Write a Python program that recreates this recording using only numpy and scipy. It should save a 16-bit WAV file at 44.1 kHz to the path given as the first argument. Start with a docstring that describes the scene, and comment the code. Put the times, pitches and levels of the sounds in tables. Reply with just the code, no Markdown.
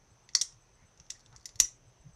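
"""Hiss, hum, a faint intermittent whine and a soft low bump come first, in a quiet room close to a microphone.
Then a hand turns a twist-action pen: its mechanism snaps over its stops, with faint ticks in between.
Each snap is a noise crack plus decaying modes of the barrel; the thread scrapes as grains of small clicks.
Swelling noise bands make the hands' bumps and rubs and the singing spring.
Convolution with echoes and decaying noise makes the desk and room answer."""
import sys
import numpy as np
from scipy import signal
from scipy.fft import rfft, irfft
from scipy.io import wavfile
from scipy.ndimage import uniform_filter1d

SR = 44100
rng = np.random.default_rng(int(sys.argv[2]) if len(sys.argv) > 2 else 0)


def to_wav(sig):
    """Store sig (one row per channel, or 1-D mono) as 16-bit WAV at the path in sys.argv[1].

    Samples outside -1..1 are clipped; the rate is SR.
    """
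    pcm = np.clip(np.atleast_2d(sig), -1, 1) * 32767
    pcm = np.round(pcm).astype(np.int16)
    wavfile.write(sys.argv[1], SR, pcm.T)  # frames by channels


N = 94903  # length in samples


def amp(db):
    """Logarithmic level: decibels become a linear amplitude ratio."""
    return 10 ** (np.asarray(db) / 20)


def unit(x):
    """Normalisation: the root-mean-square value becomes 1."""
    return x / np.sqrt(np.mean(x ** 2) + 1e-20)


def read(points, hz):
    """Interpolation on a logarithmic frequency axis, with constant values beyond both ends."""
    f, value = np.transpose(points)
    return np.interp(np.log(hz + 1), np.log(f + 1), value)


def add(mix, s, sound):
    """Superposition: a sound is summed into the mix at a time in seconds."""
    part = mix[max(round(s * SR), 0):][:len(sound)]
    part += sound[:len(part)]


def noise(gain, size):
    """Random-phase synthesis: noise of rms 1 whose amplitude spectrum is gain(Hz)."""
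    hz = np.fft.rfftfreq(size, 1 / SR)
    phase = 2 * np.pi * rng.random(len(hz))
    return unit(irfft(gain(hz) * np.exp(1j * phase), size))


def band(hz, width_hz, size):
    """Resonance: noise under a single bell-shaped spectral peak."""
    return noise(lambda f: 1 / (1 + (2 * (f - hz) / width_hz) ** 2), size)


def swell(length, hz, width_hz, db):
    """Amplitude modulation: a band of noise swells and fades under a half sine, at an rms level in dB."""
    n = int(length * SR)
    envelope = np.sin(np.pi * np.arange(n) / n)
    return amp(db) * unit(band(hz, width_hz, size=16384)[:n] * envelope)


def background():
    """Stationary noise: room rumble and microphone hiss, with narrow-band hum and an intermittent whine."""
    # Spectrum of rumble and hiss. Each row: frequency in Hz, relative level in dB per Hz.
    floor_spectrum = [(15, -40.5), (25, -2.5), (48, -3), (76, -15), (114, -6), (256, -19), (354, -17),
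                      (840, -19.5), (911, -19.5), (2000, -26), (4610, -31.5), (6210, -23.5), (6740, -36.5),
                      (8140, -36), (16000, -56)]
    # Start times of the whine in seconds.
    whine_starts = [0.10, 0.227, 0.605, 0.73, 0.858, 1.235, 1.36, 1.74, 1.865, 1.992, 2.118]
    floor_db, patch_db = -65.5, 1
    hiss_hz, hiss_width_hz, hiss_db = 6147, 390, -74  # a narrow band in the hiss
    hum_hz, hum_width_hz, hum_db = 118.3, 5, -76
    whine_hz, whine_width_hz, whine_s, whine_db = 7990, 70, 0.042, -79

    z = signal.stft(noise(lambda f: amp(read(floor_spectrum, f)), N), nperseg=1024)[2]
    # The level varies gently in patches of time and frequency
    patches = uniform_filter1d(rng.standard_normal(z.shape), size=12, axis=0)
    patches = unit(uniform_filter1d(patches, size=8, axis=1))
    rumble_and_hiss = signal.istft(z * amp(patch_db * patches), nperseg=1024)[1][:N]
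    out = amp(floor_db) * unit(rumble_and_hiss)
    out += amp(hiss_db) * band(hiss_hz, hiss_width_hz, N)
    out += amp(hum_db) * band(hum_hz, hum_width_hz, N)
    for s in whine_starts:
        add(out, s, swell(whine_s, whine_hz, whine_width_hz, whine_db))
    return out


def room(x):
    """Linear convolution: direct sound, a few single echoes, close scatter and a short reverberant tail."""
    # Reflections from the desk and nearby things. Each row: delay in seconds, level in dB.
    reflections = [(.0012, -18.5), (.0023, -14), (.0047, -27), (.0083, -21), (0.0196, -27.5)]
    # Reverberation time. Each row: frequency in Hz, time to fall 60 dB in seconds.
    reverberation = [(300, .25), (2000, 0.24), (4000, 0.2), (6000, 0.22), (9000, 0.21), (15000, 0.11)]
    tail_db, near_db = -11.5, -6.5  # energy relative to the direct sound
    rise_s, near_t60_s = 0.0024, 0.032
    size = 16384
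    t = np.arange(size) / SR

    hz, frames, z = signal.stft(noise(np.ones_like, size), SR, nperseg=256)
    decay = amp(-60 * frames / read(reverberation, hz)[:, None])
    tail = signal.istft(z * decay, SR, nperseg=256)[1][:size]
    near = noise(np.ones_like, size) * amp(-60 * t / near_t60_s)
    rise = np.minimum(t / rise_s, 1) ** 2
    response = (amp(tail_db) * unit(tail * rise) + amp(near_db) * unit(near * rise)) / np.sqrt(size)
    response[0] += 1  # direct sound
    for delay, db in reflections:
        add(response, delay, amp([db]))
    return signal.fftconvolve(x, response)[:N]


def hands():
    """Low-frequency noise bursts: the soft handling bumps of the hands."""
    # Soft bumps. Each row: start in seconds, length in seconds, centre frequency in Hz, rms level in dB.
    hand_bumps = [(0.079, 0.066, 105, -69.5), (0.409, 0.034, 50, -69), (0.497, 0.11, 115, -66),
                  (0.821, 0.04, 68.9, -64.5), (0.83, 0.034, 178, -67.5), (0.98, 0.058, 67, -62),
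                  (0.995, 0.032, 140, -65), (1.27, 0.12, 121.4, -62.5), (1.348, 0.067, 60, -62.5),
                  (1.551, 0.036, 90, -57), (1.607, 0.038, 75.14, -53.5), (1.608, .06, 38, -53),
                  (1.843, 0.092, 115, -64), (1.991, .04, 60, -62.5), (2.031, 0.082, 154.2, -54.5),
                  (2.059, 0.15, 63.7, -65)]
    out = np.zeros(N)
    for s, length, hz, db in hand_bumps:
        add(out, s, swell(length, hz, width_hz=34, db=db))
    return out


def scrape(count=8):
    """Granular friction: turning the thread gives tiny slips at random moments."""
    # Scraping spells. Each row: start in seconds, length in seconds, central grain level in dB.
    scraping_spells = [(1.12, .13, -56), (1.279, 0.19, -55.5)]
    spread_db, grain_clack_db = 5, 9  # half-range of grain levels; emphasis of the clack range
    out = np.zeros(N)
    for s, length, db in scraping_spells:
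        for when, size in rng.random((count, 2)):
            grain_db = db + spread_db * (2 * size - 1)
            add(out, s + length * when, click(grain_db, 0, 0, 0, grain_clack_db, 0, 0))
    return out


def click(db, thud_db, knock_db, hollow_db, clack_db, treble_db, air_db, size=1600):
    """Modal synthesis: contact noise and decaying modes, neighbours in opposite polarity, form one snap."""
    # Modes of the barrel and mechanism before detuning and colouring.
    # Each row: frequency in Hz, level in dB, time to fall 60 dB in seconds.
    pen_modes = [ (1127, -34, 0.018), (1973, -24.5, 0.018), (2693, -29.5, 0.0086), (3659, -19, .009),
                 (4370, -15.5, .010), (4880, -15.5, 0.0073), (5420, -8.5, .013), (5760, -10, .015),
                 (6302, -10, 0.016), (7100, -14.5, 0.014), (7320, -16.5, .010), (7640, -21.5, 0.017),
                 (8720, -28.5, .008), (9800, -29.5, .008), (11100, -34, 0.014), (12400, -39, .007),
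                 (14000, -41, .006), ]
    # Crack of the contact before colouring. Each row: frequency in Hz, relative level in dB per Hz.
    crack_spectrum = [(100, -35.5), (320, -28.5), (600, -29.5), (1300, -17.5), (2500, -20), (3600, -7),
                      (4500, -8), (6000, 4.5), (8000, -7.5), (9500, -11), (12000, -22.5), (15500, -30)]
    crack_db, crack_t60_s = -11, 0.017
    detune = 0.011  # the grip shifts each mode by up to this fraction from click to click
    contact_s = 0.0005  # linear rise of a click
    # Centres of the ranges in Hz, with their gains in dB
    colour = [(575, 0), (1150, thud_db), (2160, knock_db), (2800, hollow_db),
              (4580, clack_db), (5830, 0), (9474, treble_db), (11600, air_db)]
    t = np.arange(size) / SR

    hz, level, t60 = np.transpose(pen_modes)[:, :, None]
    shift = 1 + detune * rng.uniform(-1, 1, hz.shape)
    envelopes = amp(level + read(colour, hz) - 60 * t / t60)
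    modes = envelopes * np.sin(2 * np.pi * hz * shift * t)
    ring = modes[::2].sum(0) - modes[1::2].sum(0)

    crack = noise(lambda f: amp(read(crack_spectrum, f)), size)
    crack = irfft(rfft(crack) * amp(read(colour, np.fft.rfftfreq(size, 1 / SR))))
    crack = crack * amp(crack_db - 60 * t / crack_t60_s)
    return amp(db) * np.minimum(t / contact_s, 1) * (ring + crack)


def pen():
    """Impulsive excitation and narrow-band noise: all clicks, the singing spring and the rubbing fingers."""
    # Snaps and ticks of the mechanism. Each row: start in seconds, level in dB,
    # then gains of the thud, knock, hollow, clack, treble and air ranges in dB.
    mechanism_clicks = [ (0.2900, -38.5, 6, 15, 11.5, 3, -11, -16),
                        (0.335, -39.5, 5, -12.5, -2, -13, -16.5, -14),
                        (0.3482, -31.5, 15, -4.5, -4, 2.5, -9.5, -11),
                        (0.3507, -8, 4, 6.5, -8, 16, 0.5, -1), (0.3685, -28.5, -0.5, 2, 0, 2, 0, -7),
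                        (0.4125, -16, 1, -18, 13, 3, -10, 4), (0.4140, -14.5, -6, -4, 4, 1, 11, -4),
                        (0.4168, -11, -16, -2, 0, -5, 0.5, -7), (0.5245, -45, -5, -4, -2, -2, -22, -4),
                        (0.9750, -45.5, 1.5, 1, 7, -11, -17, -7),
                        (0.9993, -37.5, 1, 0.5, 12.5, -8, -16, -16),
                        (1.0650, -52.5, -0.5, 3, 17, -1, -7.5, -5.5),
                        (1.1005, -40.5, 8.5, 8, 12, 3, 0.5, 2), (1.1035, -20.5, -9, 2, 8.5, -4, -0.5, -4.5),
                        (1.1066, -34, -2, -14, 9.5, 2, 5, 1), (1.1190, -36.5, 10, 2, -3, 3, -8, -4),
                        (1.2608, -46, 9.5, 3.5, 22.5, -1, -7, -10.5),
                        (1.3270, -47.5, 5.5, 8.5, 9, 6.5, -11.5, -8),
                        (1.3622, -33.5, -0.5, -2.5, -7.5, -2.5, -6.5, -11),
                        (1.4558, -32, -4.5, 6.5, 5.5, -5.5, -3, -4),
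                        (1.4568, -20.5, -25, 1, 1.5, -5.5, -2.5, 2), (1.4912, -41, 8, 11, 7.5, 5.5, 0, -5),
                        (1.5570, -38, -7, 6.5, -2.5, 7, 0, 1.5), (1.5907, -38.5, -1, -1, -2.5, -3, -1.5, 4),
                        (1.5945, -34.5, -3, -7.5, -3.5, -0.5, -7, 2),
                        (1.5975, -28, -6, -1.5, -4.5, -4.5, -7, -3.5), (1.5996, -18, 2.5, 5, 0.5, 1, -2, 0),
                        (1.6006, 0, -1.5, -6.5, 2.5, -3.5, 2.5, 4), (1.6052, -14.5, 3, -2, 0, -5.5, 10, 3),
                        (1.6095, -23.5, 1, 4.5, -1, 0, 0.5, 2.5), (1.651, -35.5, 4.5, 16, 0, 0, 0, 2), ]
    # The spring sings on after the hard snaps.
    # Each row: start in seconds, length in seconds, frequency in Hz, rms level in dB before the room.
    spring_tones = [(0.363, 0.0095, 6220, -37), (0.385, 0.03, 4880, -52.5), (1.606, 0.033, 5983, -35.5),
                    (1.641, 0.0089, 5880, -33.5)]
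    # Fingers rub and push on the barrel. Each row: start in seconds, length in seconds,
    # frequency in Hz, bandwidth in Hz, rms level in dB before the room.
    finger_rubs = [(0.412, 0.024, 500, 306, -66.5), (0.77, 0.1, 2050, 398, -75),
                   (1.14, 0.039, 1970, 296, -69.5), (1.318, .05, 1080, 800, -65.5),
                   (1.599, 0.013, 326.4, 160, -50.5)]
    out = np.zeros(N)
    for s, *row in mechanism_clicks:
        add(out, s, click(*row))
    for s, length, hz, db in spring_tones:
        add(out, s, swell(length, hz, width_hz=290, db=db))
    for s, *row in finger_rubs:
        add(out, s, swell(*row))
    return out


def scene():
    """Superposition: the pen in its room is summed with the dry hands and background."""
    pen_in_room = room(pen() + scrape())
    return (pen_in_room + hands() + background())[None]


def record(dry):
    """Saturation and low-pass filtering: the recorder rounds off the highest peaks, then limits the band."""
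    ceiling, edge_hz = 0.85, 15700
    held = dry / (1 + (dry / ceiling) ** 6) ** (1 / 6)
    lowpass = signal.firwin(255, edge_hz, window=("kaiser", 8), fs=SR)
    return signal.oaconvolve(held, lowpass[None], "same")


dry = scene()
out = record(dry)
to_wav(out)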